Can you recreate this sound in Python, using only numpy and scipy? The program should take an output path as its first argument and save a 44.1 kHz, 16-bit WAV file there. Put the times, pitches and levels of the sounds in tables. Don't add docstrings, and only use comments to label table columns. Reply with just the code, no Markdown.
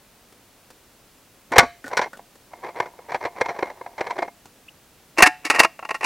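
import sys
import numpy as np
from scipy import signal
from scipy.fft import rfft, irfft
from scipy.io import wavfile
from scipy.ndimage import uniform_filter1d

SR = 44100
rng = np.random.default_rng(int(sys.argv[2]) if len(sys.argv) > 2 else 0)


def materialize(psi):
    bounded = np.clip(np.atleast_2d(psi).T, -1, 1)
    quanta = np.round(bounded * 32767).astype(np.int16)
    wavfile.write(sys.argv[1], SR, quanta)


N = 266805

# (time [s], hollow body [dB], wall clang [dB re body], rim tick [dB re body],
# chatter t60 [s], ground thump [dB], free wall ringing [dB])
ARM_SLAMS = [(1.5824, -3.5, 5.5, -4, 0.049, -7, -11), (5.2236, -9.5, 12, 2, 0.049, -23, -5.5),
             (5.5999, -11, 2.5, -4, 0.042, -34, -32)]
# (time [s], body [dB], hardness as rim tick [dB re body], chatter t60 [s])
CAN_FALLS = [(1.519, -35.5, -15, 0.091), (1.563, -18, -15.5, 0.053), (1.629, -29, -17, 0.079),
             (1.931, -30, -17, .023), (1.97, -34.5, 7.5, 0.062), (1.992, -20.5, -20, .025),
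             (2.015, -28.5, -8, 0.1), (2.191, -43, -33, 0.042), (2.534, -39, -26.5, 0.023),
             (2.635, -34.5, -26, 0.069), (2.768, -37, -20, .06), (2.801, -22, -18, 0.028),
             (2.989, -42.5, -32, 0.022), (3.119, -31, -17.5, 0.037), (3.145, -23.5, -20, .045),
             (3.208, -36.5, -21, 0.04), (3.251, -25.5, -18, 0.054), (3.411, -19, -16, 0.036),
             (3.458, -30.5, -18, .03), (3.489, -27.5, -18.5, 0.098), (3.59, -33.5, -17, 0.02),
             (3.626, -21.5, -24.5, 0.031), (3.811, -35.5, -30, 0.021), (3.862, -35, -27.5, 0.032),
             (3.98, -35.5, -14.5, .06), (4.008, -24.5, -18, 0.039), (4.068, -34, -14, 0.037),
             (4.106, -28, -17, 0.032), (4.187, -27, -18.5, .03), (4.224, -24.5, -22.5, 0.036),
             (4.279, -37.5, -23.5, .022), (5.183, -26, 1, 0.063), (5.203, -17.5, -16, 0.047),
             (5.26, -19.5, -4, 0.051), (5.27, -28.5, 5.5, 0.027), (5.451, -38, 7.5, 0.081),
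             (5.5, -21.5, -0.5, 0.062), (5.547, -29, -5.5, 0.063), (5.559, -29, -7, 0.034),
             (5.593, -26.5, 8, 0.018), (5.633, -27.5, 0.5, 0.044), (5.647, -18.5, -12, 0.026),
             (5.791, -39, -16.5, 0.018), (5.826, -36.5, -22, 0.05), (5.85, -36.5, -13, .03),
             (5.89, -33, -11.5, 0.03), (5.907, -26.5, -13, .035), (5.944, -32, -7.5, 0.058),
             (6.009, -34.5, -12.5, 0.051), (6.043, -35.5, 6.5, 0.03)]
# (start [s], end [s], level before layer trims [dB])
CAN_TURNS = [(1.505, 1.652, -25.5), (1.894, 2.088, -34.5), (2.621, 2.717, -37), (2.739, 2.893, -38),
             (3.076, 3.191, -39), (3.207, 3.298, -35.5), (3.345, 3.536, -37.5), (3.532, 3.731, -38),
             (3.976, 4.15, -38), (4.149, 4.268, -36), (5.167, 5.269, -24.5), (5.428, 5.493, -40),
             (5.516, 5.669, -28), (6.016, 6.082, -28)]
# (start [s], end [s], level before scrape trim [dB])
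STRING_CREEP = (2.5, 4.28, -50.5)
# (frequency [Hz], gain [dB])
FIRST_CAN_COLOUR = [(30, -29), (110, -12.5), (200, -13), (350, -6), (500, 0.5), (800, 2), (1020, 0),
                    (1330, -11.5), (1800, -7.5), (2300, -8.5), (2700, -23), (4400, -27), (8000, -37.5),
                    (15000, -58)]
SECOND_CAN_COLOUR = [(30, -30.5), (150, -19), (300, -4), (450, -1.5), (750, 1), (1100, 3.5), (1450, -5),
                     (1900, 0.5), (2750, 3), (3200, -18.5), (4900, -12), (7000, -18), (10500, -22),
                     (15000, -39.5)]
# (frequency [Hz], undamped width [Hz],
# height over the colour before damping and scatter [dB], relative level in free ringing [dB])
FIRST_CAN_MODES = [(359, 45, 7.5, -25), (497, 50, 3.5, -33), (600, 15, -0.5, -5), (697, 7, 7, -10.5),
                   (773, 120, 1, -25.5), (957, 65, 6.5, -30.5), (1136, 13.4, -4, 1.5), (1462, 17, -7, 3),
                   (1700, 51, -2, -9), (2127, 19, 10.5, -11.5), (2210, 9.4, -4.5, -15.5),
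                   (3220, 87, 1.5, -33), (4136, 110, 6.5, -27), (4600, 90, 1.5, -28.5),
                   (5750, 330, 9, -28.5)]
SECOND_CAN_MODES = [(663, 17, 3.5, -32), (735, 8.9, 7, 0.5), (862, 8.8, 3, -3.5), (1090, 24, 7, -19),
                    (1360, 45.2, 4, -25), (1425, 10, -16, -13), (1601, 73, -4.5, -19),
                    (1657, 13.7, -8, 5.5), (1805, 14.6, 2, 8.5), (1885, 37, 10.5, 5),
                    (2204, 28, 4.5, -16.5), (2476, 22, -2, -28), (2700, 39, 5.5, -21),
                    (2790, 25, 3.5, -12.5), (5560, 64, -15, -34)]
# (time [s], pitch [Hz], level [dB])
BAND_TWANGS = [(1.515, 272, -33.5), (1.628, 252, -29), (1.844, 269, -39), (5.184, 328, -24),
               (5.27, 308, -26.5), (5.452, 308, -35.5), (5.499, 301, -30), (5.646, 328, -34.5)]
# (time [s], level [dB])
TRIGGER_HITS = [(1.519, -28), (1.8425, -36.5), (1.866, -38), (1.972, -21), (2.131, -39.5), (2.152, -47.5)]
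# (frequency [Hz], width [Hz], height over the grit colour [dB])
TRIGGER_MODES = [(563.4, 39, 14), (1470, 29, 32.5), (1810, 150, 21), (4440, 400, -2)]
# (time [s], level [dB])
GRIT_TAPS = [(0.324, -54), (.703, -49), (1.860, -45.5), (1.880, -39.5), (2.171, -48.5), (2.354, -53.5),
             (4.456, -47)]
# (frequency [Hz], gain [dB])
GRIT_COLOUR = [(60, -6.5), (230, -1.5), (600, 0), (2500, -13), (8000, -15), (15000, -27.5)]
# (centre pitch [Hz], level [dB])
AXLE_SQUEAK = (2700, -45)
# (frequency [Hz], t60 [s])
YARD_FADE = [(150, 0.296), (700, 0.17), (2500, 0.37), (6000, 0.32), (14000, 0.23)]
# (frequency [Hz], relative density [dB per Hz])
BACKGROUND_COLOUR = [(15, -40.5), (25, -1.5), (87, -3.5), (285, -2.5), (335, -5), (545, -5.5), (1370, -11),
                     (1890, -12), (2110, -13), (2690, -12.5), (3160, -14), (14400, -18), (16000, -17.5)]
# (frequency [Hz], likeness [0-1])
BACKGROUND_LIKENESS = [(60, 0.91), (240, 0.97), (950, 0.97), (3770, 0.76), (15000, 0.24)]

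SECOND_CAN_FROM_S = 4.4
SIZE = 16384
HZ = np.fft.rfftfreq(SIZE, 1 / SR)
T = np.arange(SIZE) / SR


def snaps(thump_hz=200, thump_t60=0.031):
    out = np.zeros(N)
    for s, *strike, thump_db, ring_db in ARM_SLAMS:
        can = can_at(s, held=1.2)
        add(out, s, blow(can, *strike, touch_db=-10.5, rebound_db=-16.0, seat_s=0.0002))

        noise = rng.standard_normal(SIZE)
        soil = signal.sosfilt(signal.butter(2, thump_hz, fs=SR, output="sos"), noise)
        add(out, s, at_level(soil * decay(thump_t60), thump_db))

        wall = np.zeros(SIZE)
        for hz, width, _, db in can_in_use(s)[1]:
            fade = np.exp(-np.pi * width * T)
            wall += gain_of(db) * fade * np.sin(2 * np.pi * hz * T)
        add(out, s, at_level(wall, ring_db))
    return out


def knocks():
    out = np.zeros(N)
    for s, *strike in CAN_FALLS:
        add(out, s, knock(s, *strike))
    return out


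def knock(s, body_db, hardness_db, t60, held=0.25, clang_db=6.5, clang_per_hardness=0.63):
    clang_db = clang_db + clang_per_hardness * hardness_db
    return blow(can_at(s, held, spread_db=7.5), body_db, clang_db, hardness_db, t60)


def blow(can, body_db, clang_db, tick_db, t60, touch_db=-9, rebound_db=-7, rebound_s=0.0036,
         seat_s=0.0023, split_hz=(1300, 3200)):
    onset = 1 - np.exp(-T / max(seat_s, 0.0001))
    push = contacts(SIZE, per_s=5000, spread_db=5) * onset * decay(max(t60, 0.005))
    push /= np.linalg.norm(push)
    push[0] += gain_of(touch_db)
    rebound_at = round(rebound_s * rng.uniform(0.85, 1.15) * SR)
    push[rebound_at] -= gain_of(rebound_db)
    ring = signal.fftconvolve(push, can)[:SIZE]

    body = signal.sosfilt(signal.butter(5, split_hz[0], "low", fs=SR, output="sos"), ring)
    clang = signal.sosfilt(signal.butter(3, split_hz, "band", fs=SR, output="sos"), ring)
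    tick = signal.sosfilt(signal.butter(7, split_hz[1], "high", fs=SR, output="sos"), ring)
    struck = at_level(body, body_db)
    struck += at_level(clang, body_db + clang_db)
    struck += at_level(tick, body_db + tick_db)
    return struck


def can_at(s, held=0, spread_db=2):
    shell, modes = can_in_use(s)
    hz, width, db, _ = np.transpose(modes)
    damping = 1 + max(held, 0)
    scatter_db = rng.uniform(-spread_db, spread_db, len(hz))
    db = db + scatter_db - 20 * np.log10(damping)
    return response(shell, zip(hz, width * damping, db))


def can_in_use(s):
    if s > SECOND_CAN_FROM_S:
        return SECOND_CAN_COLOUR, SECOND_CAN_MODES
    return FIRST_CAN_COLOUR, FIRST_CAN_MODES


def rattle(hops_per_s=42, trim_db=-2.5, spread_db=5, hardness_db=-17, t60=0.019, ends_db=-6):
    out = np.zeros(N)
    for start, end, db in CAN_TURNS:
        count = max(round((end - start) * hops_per_s), 1)
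        for k, (late, size) in enumerate(rng.random((count, 2))):
            along = (k + 0.5 + late) / (count + 2)
            hop_db = db + trim_db
            hop_db += spread_db * (2 * size - 1)
            hop_db += ends_db * (2 * along - 1) ** 2
            s = start + (end - start) * along
            add(out, s, knock(s, hop_db, hardness_db, t60, held=0.54))
    return out


def scrapes(dull_hz=8000, trim_db=-1.5, ramp_s=0.018):
    out = np.zeros(N)
    for start, end, db in CAN_TURNS + [STRING_CREEP]:
        t = np.arange(start, end, 1 / SR)
        ramp = np.clip(np.minimum(t - start, end - t) / ramp_s, 0, 1)
        slips = contacts(len(t), per_s=600, spread_db=2.5) * ramp
        soft = signal.sosfilt(signal.butter(1, dull_hz, fs=SR, output="sos"), slips)
        rub = signal.fftconvolve(soft, can_at(start, held=0.79, spread_db=7.5))
        loudness = np.std(rub[:len(t)]) + 1e-12
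        add(out, start, gain_of(db + trim_db) * rub / loudness)
    return out


def twangs(rise_s=0.0043, t60=0.055):
    out = np.zeros(N)
    swell = (1 - np.exp(-T / rise_s)) * decay(t60)
    for s, hz, db in BAND_TWANGS:
        add(out, s, at_level(swell * np.sin(2 * np.pi * hz * T), db))
    return out


def taps(rows, body, t60):
    out = np.zeros(N)
    for s, db in rows:
        crunch = contacts(SIZE, per_s=1500, spread_db=-1.0) * decay(t60)
        add(out, s, at_level(signal.fftconvolve(crunch, body), db))
    return out


def squeak(at_s=4.682, length_s=0.02, waver=0.068):
    out = np.zeros(N)
    hz, db = AXLE_SQUEAK
    drift = evened(uniform_filter1d(rng.standard_normal(SIZE), size=40))
    pitch = hz * (1 + waver * drift)
    swell = np.sin(np.pi * np.sqrt(np.minimum(T / length_s, 1))) ** 2
    chirp = swell * np.sin(2 * np.pi * np.cumsum(pitch) / SR)
    add(out, at_s, at_level(chirp, db))
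    return out


def yard(x, build_s=0.005):
    hz, t, z = signal.stft(rng.standard_normal(SIZE * 2), SR, nperseg=256)
    fade = gain_of(-60 * t / read(YARD_FADE, hz)[:, None])
    fade = fade * (1 - np.exp(-t / build_s))
    tail = signal.istft(z * fade, SR, nperseg=256)[1]
    return signal.fftconvolve(x, tail / np.linalg.norm(tail))[:N]


def background(level_db=-54):
    hz = np.fft.rfftfreq(N, 1 / SR)
    common, apart = rfft(rng.standard_normal((2, N)))
    same = np.clip(read(BACKGROUND_LIKENESS, hz), 0, 1)
    mid = np.sqrt(1 + same) * common
    side = np.sqrt(1 - same) * apart
    ears = np.array([mid + side, mid - side])
    hush = irfft(ears * gain_of(read(BACKGROUND_COLOUR, hz)), N)
    return gain_of(level_db) * evened(hush)


def response(shell, modes=()):
    peaks = sum(gain_of(db) ** 2 / (1 + (2 * (HZ - hz) / width) ** 2) for hz, width, db in modes)
    log_gain = np.log(gain_of(read(shell, HZ)) * np.sqrt(1 + peaks))
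    circle = np.concatenate([log_gain, log_gain[-2:0:-1]])
    spectrum = np.exp(np.conj(signal.hilbert(circle)))
    return np.fft.ifft(spectrum).real


def contacts(count, per_s, spread_db):
    chance = rng.random(count)
    size = rng.standard_normal(count)
    sign = rng.choice([-1, 1], count)
    happens = chance < per_s / SR
    return evened(happens * sign * gain_of(spread_db * np.clip(size, -2, 2)))


def decay(t60):
    return gain_of(-60 * T / t60)


def gain_of(db):
    return 10 ** (np.asarray(db) / 20)


def evened(x):
    return x / np.sqrt(np.mean(x ** 2) + 1e-20)


def at_level(x, db):
    return gain_of(db) * x / np.sqrt(np.sum(x ** 2) / (0.02 * SR) + 1e-20)


def read(points, hz):
    f, value = np.transpose(points)
    return np.interp(np.log(hz + 1), np.log(f + 1), value)


def add(mix, s, sound):
    part = mix[round(s * SR):][:len(sound)]
    part += sound[:len(part)]


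def scene(yard_db=-30):
    trap = snaps() + knocks() + rattle() + scrapes() + twangs()
    trap += taps(TRIGGER_HITS, response(GRIT_COLOUR, TRIGGER_MODES), t60=0.053)
    trap += taps(GRIT_TAPS, response(GRIT_COLOUR), t60=0.065)
    trap += squeak()
    return trap + gain_of(yard_db) * yard(trap) + background()


def record(dry, ceiling=0.85, edge_hz=16100):
    clipped = dry / (1 + (dry / ceiling) ** 8) ** (1 / 8)
    band_limit = signal.firwin(511, edge_hz, window=("kaiser", 8), fs=SR)
    return signal.oaconvolve(clipped, band_limit[None], "same")


dry = scene()
out = record(dry)
materialize(out)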